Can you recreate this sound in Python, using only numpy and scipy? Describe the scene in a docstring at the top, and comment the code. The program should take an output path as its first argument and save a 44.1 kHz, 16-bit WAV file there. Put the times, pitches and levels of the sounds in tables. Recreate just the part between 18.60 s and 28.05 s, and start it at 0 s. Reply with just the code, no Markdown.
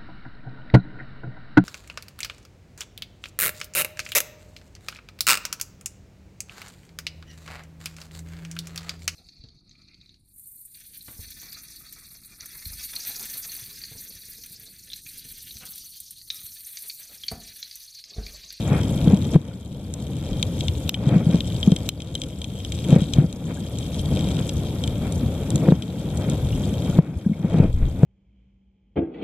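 """The current of a river rumbles, washes and churns round a watertight case on the gravel bed: shaped noise
that surges, with eddies thumping the case as short low swings and bigger ones shoving it.
Drifting sand patters and bits of gravel tick on the ringing shell, over a steady hiss.
Tiny bubbles fizz in blips and a few lone bubbles ring with a rising pitch.
The recorder's limiter ducks everything after the hardest blows and creeps back."""
import sys
import numpy as np
from scipy import signal
from scipy.fft import rfft, irfft, next_fast_len
from scipy.io import wavfile
from scipy.ndimage import uniform_filter1d, minimum_filter1d

SR = 44100
rng = np.random.default_rng(int(sys.argv[2]) if len(sys.argv) > 2 else 0)


def transcribe(u):
    """Save the signal u as a 16-bit wav file named by the first command-line argument.

    u: samples, shape (n,) or (channels, n), limited to [-1, 1]; the rate is SR.
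    q: integer samples, one column per channel.
    """
    v = np.clip(np.atleast_2d(u).T, -1, 1)
    q = np.round(v * 32767).astype(np.int16)
    wavfile.write(sys.argv[1], SR, q)


N = 416744
TIME = np.arange(N) / SR  # s
CUTOFF_HZ = 15600
SHELL_BAND_HZ = (1970, 11600)  # the shell passes little outside this band

# Steady current about its usual strength: t/s, level/dB
FLOW = [(0, 2), (0.4, 4), (0.7, 2), (1.1, -0.5), (1.7, 2.5), (2.2, -3), (2.95, -0.5), (3.5, 1.5),
        (3.9, -3.5), (4.8, 1.5), (5.3, -1.5), (5.7, 1.5), (6.3, 0), (7.0, 2.5), (7.9, 1.5), (8.5, 3.5),
        (8.7, 1.5), (9.4, 1)]
# Surges that build up and collapse: crest t/s, build-up/s, collapse/s, flow height/dB, churn height/dB
SURGES = [(0.16, 0.14, 0.083, 7.5, 15.5), (0.52, 0.082, 0.08, 10, 8), (0.761, 0.048, 0.062, 10.5, 11),
          (0.9, 0.17, 0.08, 4, 8), (2.54, 0.26, 0.092, 18, 21.5), (2.75, 0.21, 0.058, 11, 14.5),
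          (3.12, 0.1, 0.029, 4.5, 1), (4.35, 0.11, 0.11, 17.5, 19), (4.602, 0.066, 0.072, 14.5, 15.5),
          (4.91, 0.052, 0.023, 7.5, 14.5), (5.53, 0.052, 0.31, 4.5, 5), (5.79, 0.017, 0.057, 3.5, 8),
          (6.46, 0.07, 0.066, 4.5, 8.5), (7.11, 0.15, 0.075, 10.5, 7.5), (7.63, 0.11, 0.15, 3.5, 6),
          (8.4, 0.042, 0.4, 8, 11), (9.03, 0.32, 0.093, 21.5, 22), (9.23, 0.09, 0.067, 7.5, 12.5),
          (9.44, 0.11, 0.1, 12.5, 14)]
# Slow buffets that rock the case: middle t/s, half length/s, level/dB
BUFFETS = [(0.38, 0.13, -32), (0.774, 0.04, -36), (1.65, 0.24, -39), (4.6, 0.05, -45), (7.9, 0.063, -27.5),
           (8.35, 0.1, -47), (9.13, 0.17, -13)]
# Eddies striking the case: t/s, level/dB, f/Hz, knock level relative to the thump/dB
THUMPS = [(0.116, -8.5, 167, -16), (0.473, -1.5, 167, -14.5), (0.533, 1.5, 185, -30),
          (0.758, 11, 158, -15.5), (2.468, -2, 142, -29), (2.523, 1, 160, -27), (2.561, 3, 163, -28),
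          (2.666, -2, 156, -32), (2.691, -7, 170, -25), (2.743, -3, 172, -12), (3.075, 1.5, 190, -34),
          (3.119, -1, 169, -14.5), (4.326, 2, 153, -18.5), (4.36, 3, 163, -14), (4.418, -5, 163, -32),
          (4.584, 7, 145, -31), (4.641, -3.5, 172.4, -18), (5.52, -11, 158, -14), (5.79, -17, 173, -9),
          (6.629, -12.5, 214, -18), (7.085, -0.5, 160, -7.5), (7.12, 3.5, 164.5, -12),
          (8.387, 13.5, 157, -16), (8.662, 5, 194, -48), (8.695, 0, 188, -38), (8.714, 0, 198, -40),
          (8.844, 1, 184, -16), (8.941, 2.5, 162, -8), (8.999, 9.5, 151, -22), (9.041, 1.5, 187, -10),
          (9.431, 7.5, 150.3, -13)]
# Slow heavy shoves of the water: t/s, level/dB, f/Hz
LURCHES = [(8.572, -6, 78), (9.143, -2.5, 33.3), (9.23, 1.5, 33.3)]
# Amount of sand carried past the shell: t/s, level/dB
SAND = [(0.0, -41.5), (0.7, -43.5), (1.3, -45), (1.8, -43), (2.2, -46.5), (2.8, -41.5), (3.3, -44.5),
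        (3.55, -40.5), (3.8, -44.5), (4.15, -41.5), (4.8, -45.5), (5.25, -43), (5.68, -38.5), (6.3, -49),
        (7.1, -48), (8.3, -44.5), (9.0, -45), (9.4, -48.5)]
# Gravel hitting the shell: t/s, ring level/dB, snap (brightness)/dB
TICKS = [(1.3392, -26, -16), (1.8276, -8.5, -11.5), (2.0075, -16.5, -21), (2.0825, -9.5, -24),
         (2.293, -0.5, -5), (2.3428, -6, -22), (2.8058, -9, -26), (3.0292, -12.5, -39), (3.118, -18, -22),
         (3.163, -16.5, -20.5), (3.2899, -1.5, -5), (3.403, -15.5, -25), (3.42, -18, -19),
         (3.5525, -7, -13), (3.6172, -12, -15), (3.6364, -15.5, -22), (3.8166, -17, -24),
         (3.8431, -17, -22.5), (4.0484, -18.5, -24), (4.121, -16.5, -22), (4.5358, -12, -13.5),
         (4.7274, -25, -22), (5.1866, -32, -21.5), (5.5713, -22, -30), (5.79, -19.5, -38),
         (5.893, -18.5, -20), (6.2382, -18.5, -21), (6.2759, -20, -22.5), (6.5233, -31, -21),
         (6.9043, -28, -20.5), (6.958, -26, -18), (7.2225, -18, -24), (7.573, -33, -22.5),
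         (7.6986, -28, -20.5)]
# Lone small bubbles: t/s, level/dB, starting f/Hz
BUBBLES = [(4.972, -37, 1570), (7.927, -33, 2820), (8.037, -35, 3240), (8.327, -37, 1370),
           (8.648, -34, 1570), (8.733, -29, 2140)]
# Tiny bubbles by pitch: f/Hz, relative level/dB
FIZZ = [(4300, -5.5), (5500, -6), (6600, -3.5), (7700, 2), (9000, -7), (11000, -3)]
# Ringing modes of the shell: f/Hz, width/Hz, relative level/dB, right side level/dB, right side lag/rad
SHELL = [(2360, 330, -14, -2, 0.2), (2900, 440, -15, 1.5, -1.4), (3182, 107.4, 1, -0.5, -0.77),
         (3750, 345, -3.5, -9.5, 0.95), (4740, 410, -19.5, -35, 4), (5420, 470, -13.5, -2.5, -2),
         (6840, 92, -14.5, 0, -2.5), (7400, 500, -16, -2, 3), (7990, 1400, -15.5, -1.5, 4)]
MAIN_MODE_HZ, MAIN_MODE_WIDTH_HZ = SHELL[2][:2]
# Dull modes of the case under a sharp eddy: f/Hz, width/Hz, relative level/dB
KNOCK = [(475, 106, 4.5), (820, 100, -39), (1260, 460, -15)]
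# Noise colours, low to high; only the shape counts: f/Hz, relative level/dB
BUFFET_COLOUR = [(12, -17), (20, -6), (33, -1), (44, 0), (58, -8), (90, -35)]
DEEP_COLOUR = [(35, -35), (55, -9), (76, 0.5), (105, -4), (140, -7.5), (220, -39)]
RUMBLE_COLOUR = [(60, -23.5), (105, -2.5), (140, 0.5), (175, 0.5), (230, -5), (310, -8.5), (420, -23),
                 (700, -43)]
WASH_COLOUR = [(230, -3.5), (380, -2.5), (520, 1), (700, -8.5), (950, -15.5), (1400, -31), (2500, -94)]
CHURN_COLOUR = [(600, 6), (950, -2.5), (1400, 0.5), (1750, -5.5), (2400, 0), (3200, -20), (6000, -31)]
HISS_COLOUR = [(1500, -9), (2400, -2.5), (3400, 13.5), (4700, -4), (5700, -3), (7600, 1.5), (9500, -1.5),
               (12000, 1.5), (14200, -3), (15200, -30)]


def from_db(db):
    """Decibels to gain."""
    return 10 ** (np.asarray(db) / 20)


def rms_one(x):
    """Scale to rms 1."""
    return x / np.sqrt(np.mean(np.abs(x) ** 2) + 1e-20)


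def level_curve(rows):
    """Straight lines in dB between the points of a table."""
    t, db = np.transpose(rows)
    return np.interp(TIME, t, db)


def bell(t, half_s):
    """Smooth rise and fall around a moment, height 1."""
    return np.exp(-np.minimum(((TIME - t) / half_s) ** 2, 20))


def drift(corner_hz):
    """Random wander of rms 1: noise through two equal one-pole lowpasses, drawn at every 40th sample."""
    pole = np.exp(-2 * np.pi * corner_hz * 40 / SR)
    noise = rng.standard_normal(N // 40 + 2002)
    slow = signal.lfilter([1], [1, -2 * pole, pole * pole], noise)[2000:]  # skip the filter's start
    return np.interp(np.arange(N) / 40, np.arange(len(slow)), rms_one(slow))


def coloured(x, colour):
    """Shape the spectrum of a signal; rms 1."""
    size = next_fast_len(N)
    hz, db = np.transpose(colour)
    bins_hz = np.arange(size // 2 + 1) * SR / size
    # the +1 keeps the logarithm finite at 0 Hz
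    gain_db = np.interp(np.log(bins_hz + 1), np.log(hz), db, left=-90, right=-120)
    return rms_one(irfft(rfft(x, size) * from_db(gain_db), size)[..., :N])


def turbulence(colour, lumpy_db, lump_hz):
    """Pressure noise that comes in lumps as small eddies pass; rms 1."""
    lumps = from_db(lumpy_db * drift(lump_hz))
    return coloured(rng.standard_normal(N) * lumps, colour)


def ring(clicks, hz, width_hz):
    """One resonance: a unit click starts a dying complex tone of height 1."""
    pole = np.exp((2j * hz - width_hz) * np.pi / SR)
    return signal.lfilter([1], [1, -pole], clicks + 1e-18)


def clicks_at(t, db):
    """Single-sample clicks at the given times and levels."""
    out = np.zeros(N)
    at = np.clip(np.round(t * SR).astype(int), 0, N - 1)
    out[at] = from_db(db)
    return out


def grains(usual_per_s, spread_db, clumps_db=3.0):
    """Random impacts in flurries, many small and a few large; rms 1."""
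    size_db = spread_db * np.minimum(rng.exponential(1, N), 4)
    sizes = from_db(size_db) * rng.choice([-1, 1], N)
    density_per_s = usual_per_s * from_db(clumps_db * drift(20))
    return rms_one(sizes * (rng.random(N) < density_per_s / SR))


def varied(clicks, spread_db):
    """Every impact lands on another spot of the shell and so feeds a mode with a strength of its own."""
    out, at = clicks.copy(), np.flatnonzero(clicks)
    out[at] *= from_db(spread_db * rng.uniform(-1, 1, N)[at])
    return out


def later(x):
    """Sound reaches the left microphone 45 microseconds after the right."""
    return np.interp(TIME - 45e-6, TIME, x)


def shell(drive):
    """The shell rings; drive(hz) gives a mode's clicks, and each side hears the mode in its own phase."""
    out = np.zeros((2, N))
    for k, (hz, width_hz, db, right_db, lag_rad) in enumerate(SHELL):
        # wide modes die sooner, so they start higher; neighbours start with opposite sign
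        start = from_db(db) * width_hz / MAIN_MODE_WIDTH_HZ * (-1) ** k
        tone = ring(drive(hz), hz, width_hz) * start
        out[0] += tone.imag
        out[1] += (tone * from_db(right_db) * np.exp(-1j * lag_rad)).imag
    band = signal.butter(3, SHELL_BAND_HZ, "band", fs=SR, output="sos")
    return signal.sosfilt(band, out)


def surge_height():
    """Each surge climbs and falls evenly in dB; returns its height for the flow and for the churn."""
    flow_db, churn_db = np.zeros(N), np.zeros(N)
    for crest, build_s, collapse_s, height_db, churn_height_db in SURGES:
        shape = np.interp(TIME, [crest - build_s, crest, crest + collapse_s], [0, 1, 0])
        flow_db += height_db * shape
        churn_db += churn_height_db * shape
    return flow_db, churn_db


def rocking(calm_db=-47.0):
    """Gain of the slow pressure swings: a calm level, and a bell-shaped rise for each buffet."""
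    return from_db(calm_db) + sum(from_db(db) * bell(t, half_s) for t, half_s, db in BUFFETS)


def fizz(level_db=-49.5, follows_sand=0.64, cycles=6, flurry_db=2.5,
         right_db=-4.0, right_lag_rad=1.8, pitches=14):
    """Tiny bubbles travel with the sand in flurries, each a blip of a millisecond or two at its own pitch."""
    births = grains(usual_per_s=700, spread_db=4.0) * from_db(flurry_db * drift(40))
    pitch_of = rng.integers(0, pitches, N)  # deals each birth one of the pitches
    known_hz, known_db = np.transpose(FIZZ)
    out = 0
    for k, hz in enumerate(np.geomspace(known_hz[0], known_hz[-1], pitches)):
        width_hz = hz / cycles
        # through the resonance twice: the blip swells and fades without a click
        once = ring(births * (pitch_of == k), hz, width_hz)
        blips = ring(once, hz, width_hz) * hz
        out = out + from_db(np.interp(hz, known_hz, known_db)) * blips
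    right = out * from_db(right_db) * np.exp(-1j * right_lag_rad)
    both = rms_one(np.array([out.imag, right.imag]))
    sand_db = level_curve(SAND)
    return from_db(level_db + follows_sand * (sand_db - sand_db.mean())) * both


def bubbles(width_hz=40, rise_per_s=5.0):
    """A bubble rings briefly, a dying sine with its pitch creeping upward."""
    out = np.zeros(N)
    for t, db, hz in BUBBLES:
        span = slice(int(t * SR) + 1, int(t * SR) + SR // 10)
        age = TIME[span] - t
        cycles = hz * age * (1 + rise_per_s * age / 2)
        out[span] += from_db(db) * np.exp(-np.pi * width_hz * age) * np.sin(2 * np.pi * cycles)
    return out


def sand(patter_db=-0.5, hiss_db=-49.0, hiss_shared_db=-7.5, stirred_by_surge=0.38):
    """Grains, stirred up by each surge, ring the shell over a steady hiss partly shared by both sides."""
    flow_surge_db, _ = surge_height()
    sand_db = level_curve(SAND) + stirred_by_surge * flow_surge_db
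    impacts = grains(usual_per_s=600, spread_db=4.5)
    patter = rms_one(shell(lambda hz: varied(impacts, spread_db=8.5)))
    left, right, shared = coloured(rng.standard_normal((3, N)), HISS_COLOUR)
    hiss = np.array([left, right]) + from_db(hiss_shared_db) * np.array([later(shared), shared])
    return from_db(sand_db + patter_db) * patter + from_db(hiss_db) * hiss


def gravel(level_db=-3.5, even_snap_db=-4.0, tilt_per_octave=0.93, bounce_db=-6.0,
           crack_db=7.0, crack_hz=13400, crack_width_hz=2400,
           tap_db=0.5, tap_hz=1300, tap_width_hz=900):
    """A snappier hit excites the high modes more; a thin crack and a dull tap grow steeply with snap."""
    t, ring_db, snap_db = np.transpose(TICKS)
    # at even_snap_db against the ring, all modes are struck alike
    tilt_db = (snap_db - ring_db - even_snap_db) * tilt_per_octave
    bounce_t = t + rng.uniform(.0006, .0025, len(t))

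    def drive(hz):
        """First touch and a quick bounce, tilted from the main mode upward."""
        octaves = max(np.log2(hz / MAIN_MODE_HZ), 0)
        db = ring_db + level_db + tilt_db * octaves
        touch = varied(clicks_at(t, db), spread_db=4.0)
        bounce = varied(clicks_at(bounce_t, db + bounce_db), spread_db=3.5)
        return touch + bounce

    cracks = clicks_at(t, crack_db + 3 * snap_db)
    taps = clicks_at(t, tap_db + 2 * snap_db)
    # the crack swells over a few cycles, so it stays in the top band
    crack = ring(ring(cracks, crack_hz, crack_width_hz), crack_hz, crack_width_hz)
    crack = crack * (np.e * np.pi * crack_width_hz / SR)  # envelope back to the height of the click
    return shell(drive) + crack.imag + ring(taps, tap_hz, tap_width_hz).imag


def lurches(half_s=0.01):
    """A big eddy pushes the case away and lets it swing back: a low cosine under a bell."""
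    return sum(from_db(db) * bell(t, half_s) * np.cos(2 * np.pi * hz * (TIME - t))
               for t, db, hz in LURCHES)


def thumps(swell_s=0.0042, knock_delay_s=0.002018, knock_db=-0.5, low_cut_hz=45):
    """An eddy swings the case for three or four cycles; a sharp one also knocks its dull modes."""
    swings = np.zeros(N)
    for t, db, hz, _ in THUMPS:
        span = slice(int(t * SR) + 1, int(t * SR) + SR // 10)
        age = TIME[span] - t
        envelope = age / swell_s * np.exp(1 - age / swell_s)
        swings[span] += from_db(db) * envelope * np.sin(2 * np.pi * hz * age)
    t, db, _, sharp_db = np.transpose(THUMPS)
    blows = clicks_at(t + knock_delay_s, db + sharp_db + knock_db)
    knocks = sum(from_db(mode_db) * ring(blows, hz, width_hz).imag for hz, width_hz, mode_db in KNOCK)
    low_cut = signal.butter(2, low_cut_hz, "high", fs=SR, output="sos")
    return signal.sosfilt(low_cut, swings + knocks)


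def current(deep_follows=0.097, wash_follows=0.9, churn_follows=1.13,
            churn_apart_db=-4.5, deep_buffet_db=-2.5):
    """Buffets and a deep roll rock the case; rumble, mid wash and rough churn grow with the flow."""
    steady_db = level_curve(FLOW)
    surge_db, churn_surge_db = surge_height()
    flow_db = steady_db + surge_db
    swing = rocking()
    buffet = swing * turbulence(BUFFET_COLOUR, lumpy_db=4.5, lump_hz=6.7)
    deep_gain = from_db(deep_follows * flow_db - 29.5) + from_db(deep_buffet_db) * swing
    deep = deep_gain * turbulence(DEEP_COLOUR, lumpy_db=1.1, lump_hz=5.5)
    rumble = from_db(flow_db - 27.5) * turbulence(RUMBLE_COLOUR, lumpy_db=2.0, lump_hz=18)
    wash = from_db(wash_follows * flow_db - 38.0) * turbulence(WASH_COLOUR, lumpy_db=1.97, lump_hz=42)
    # the churn is fine enough for each side of the case to feel some of its own
    shared, apart = (turbulence(CHURN_COLOUR, lumpy_db=2.5, lump_hz=106) for _ in range(2))
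    churn_gain = from_db(churn_follows * steady_db + churn_surge_db - 52.0)
    churn = churn_gain * (shared + from_db(churn_apart_db) * np.array([apart, -apart]))
    return buffet + deep + rumble + wash + churn


def scene():
    """Current, blows and lone bubbles reach both sides, the left a little louder and later; shell and fizz join."""
    left, right = bubbles() + lurches() + thumps() + current()
    water = np.array([later(left), right]) * from_db([[.9], [-.9]])
    return fizz() + sand() + gravel() + water


def limiter(x, ceiling=0.88, release_db_per_s=10.5, treble_sense=1.64):
    """Clamps both sides at once on peaks and sharp edges, then recovers steadily in dB."""
    edges = treble_sense * np.abs(np.diff(x, prepend=0))
    sensed = np.maximum(np.abs(x), edges).max(axis=0)
    over_db = 20 * np.log10(np.maximum(sensed / ceiling, 1))
    release_db = release_db_per_s * TIME
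    cut_db = np.maximum.accumulate(over_db + release_db) - release_db
    # hold the deepest cut nearby, then round its corners
    gain_db = uniform_filter1d(minimum_filter1d(-cut_db, size=25), size=25)
    return x * from_db(gain_db)


def record(dry, notch_width_hz=70):
    """Limiter, a row of narrow notches in the recorder's response, and a cut top."""
    out = limiter(dry)
    for hz in 1024 * np.arange(2, 7):
        out = signal.lfilter(*signal.iirnotch(hz, hz / notch_width_hz, fs=SR), out)
    top_cut = signal.butter(18, CUTOFF_HZ, fs=SR, output="sos")
    return signal.sosfilt(top_cut, out)


dry = scene()
out = record(dry)
transcribe(out)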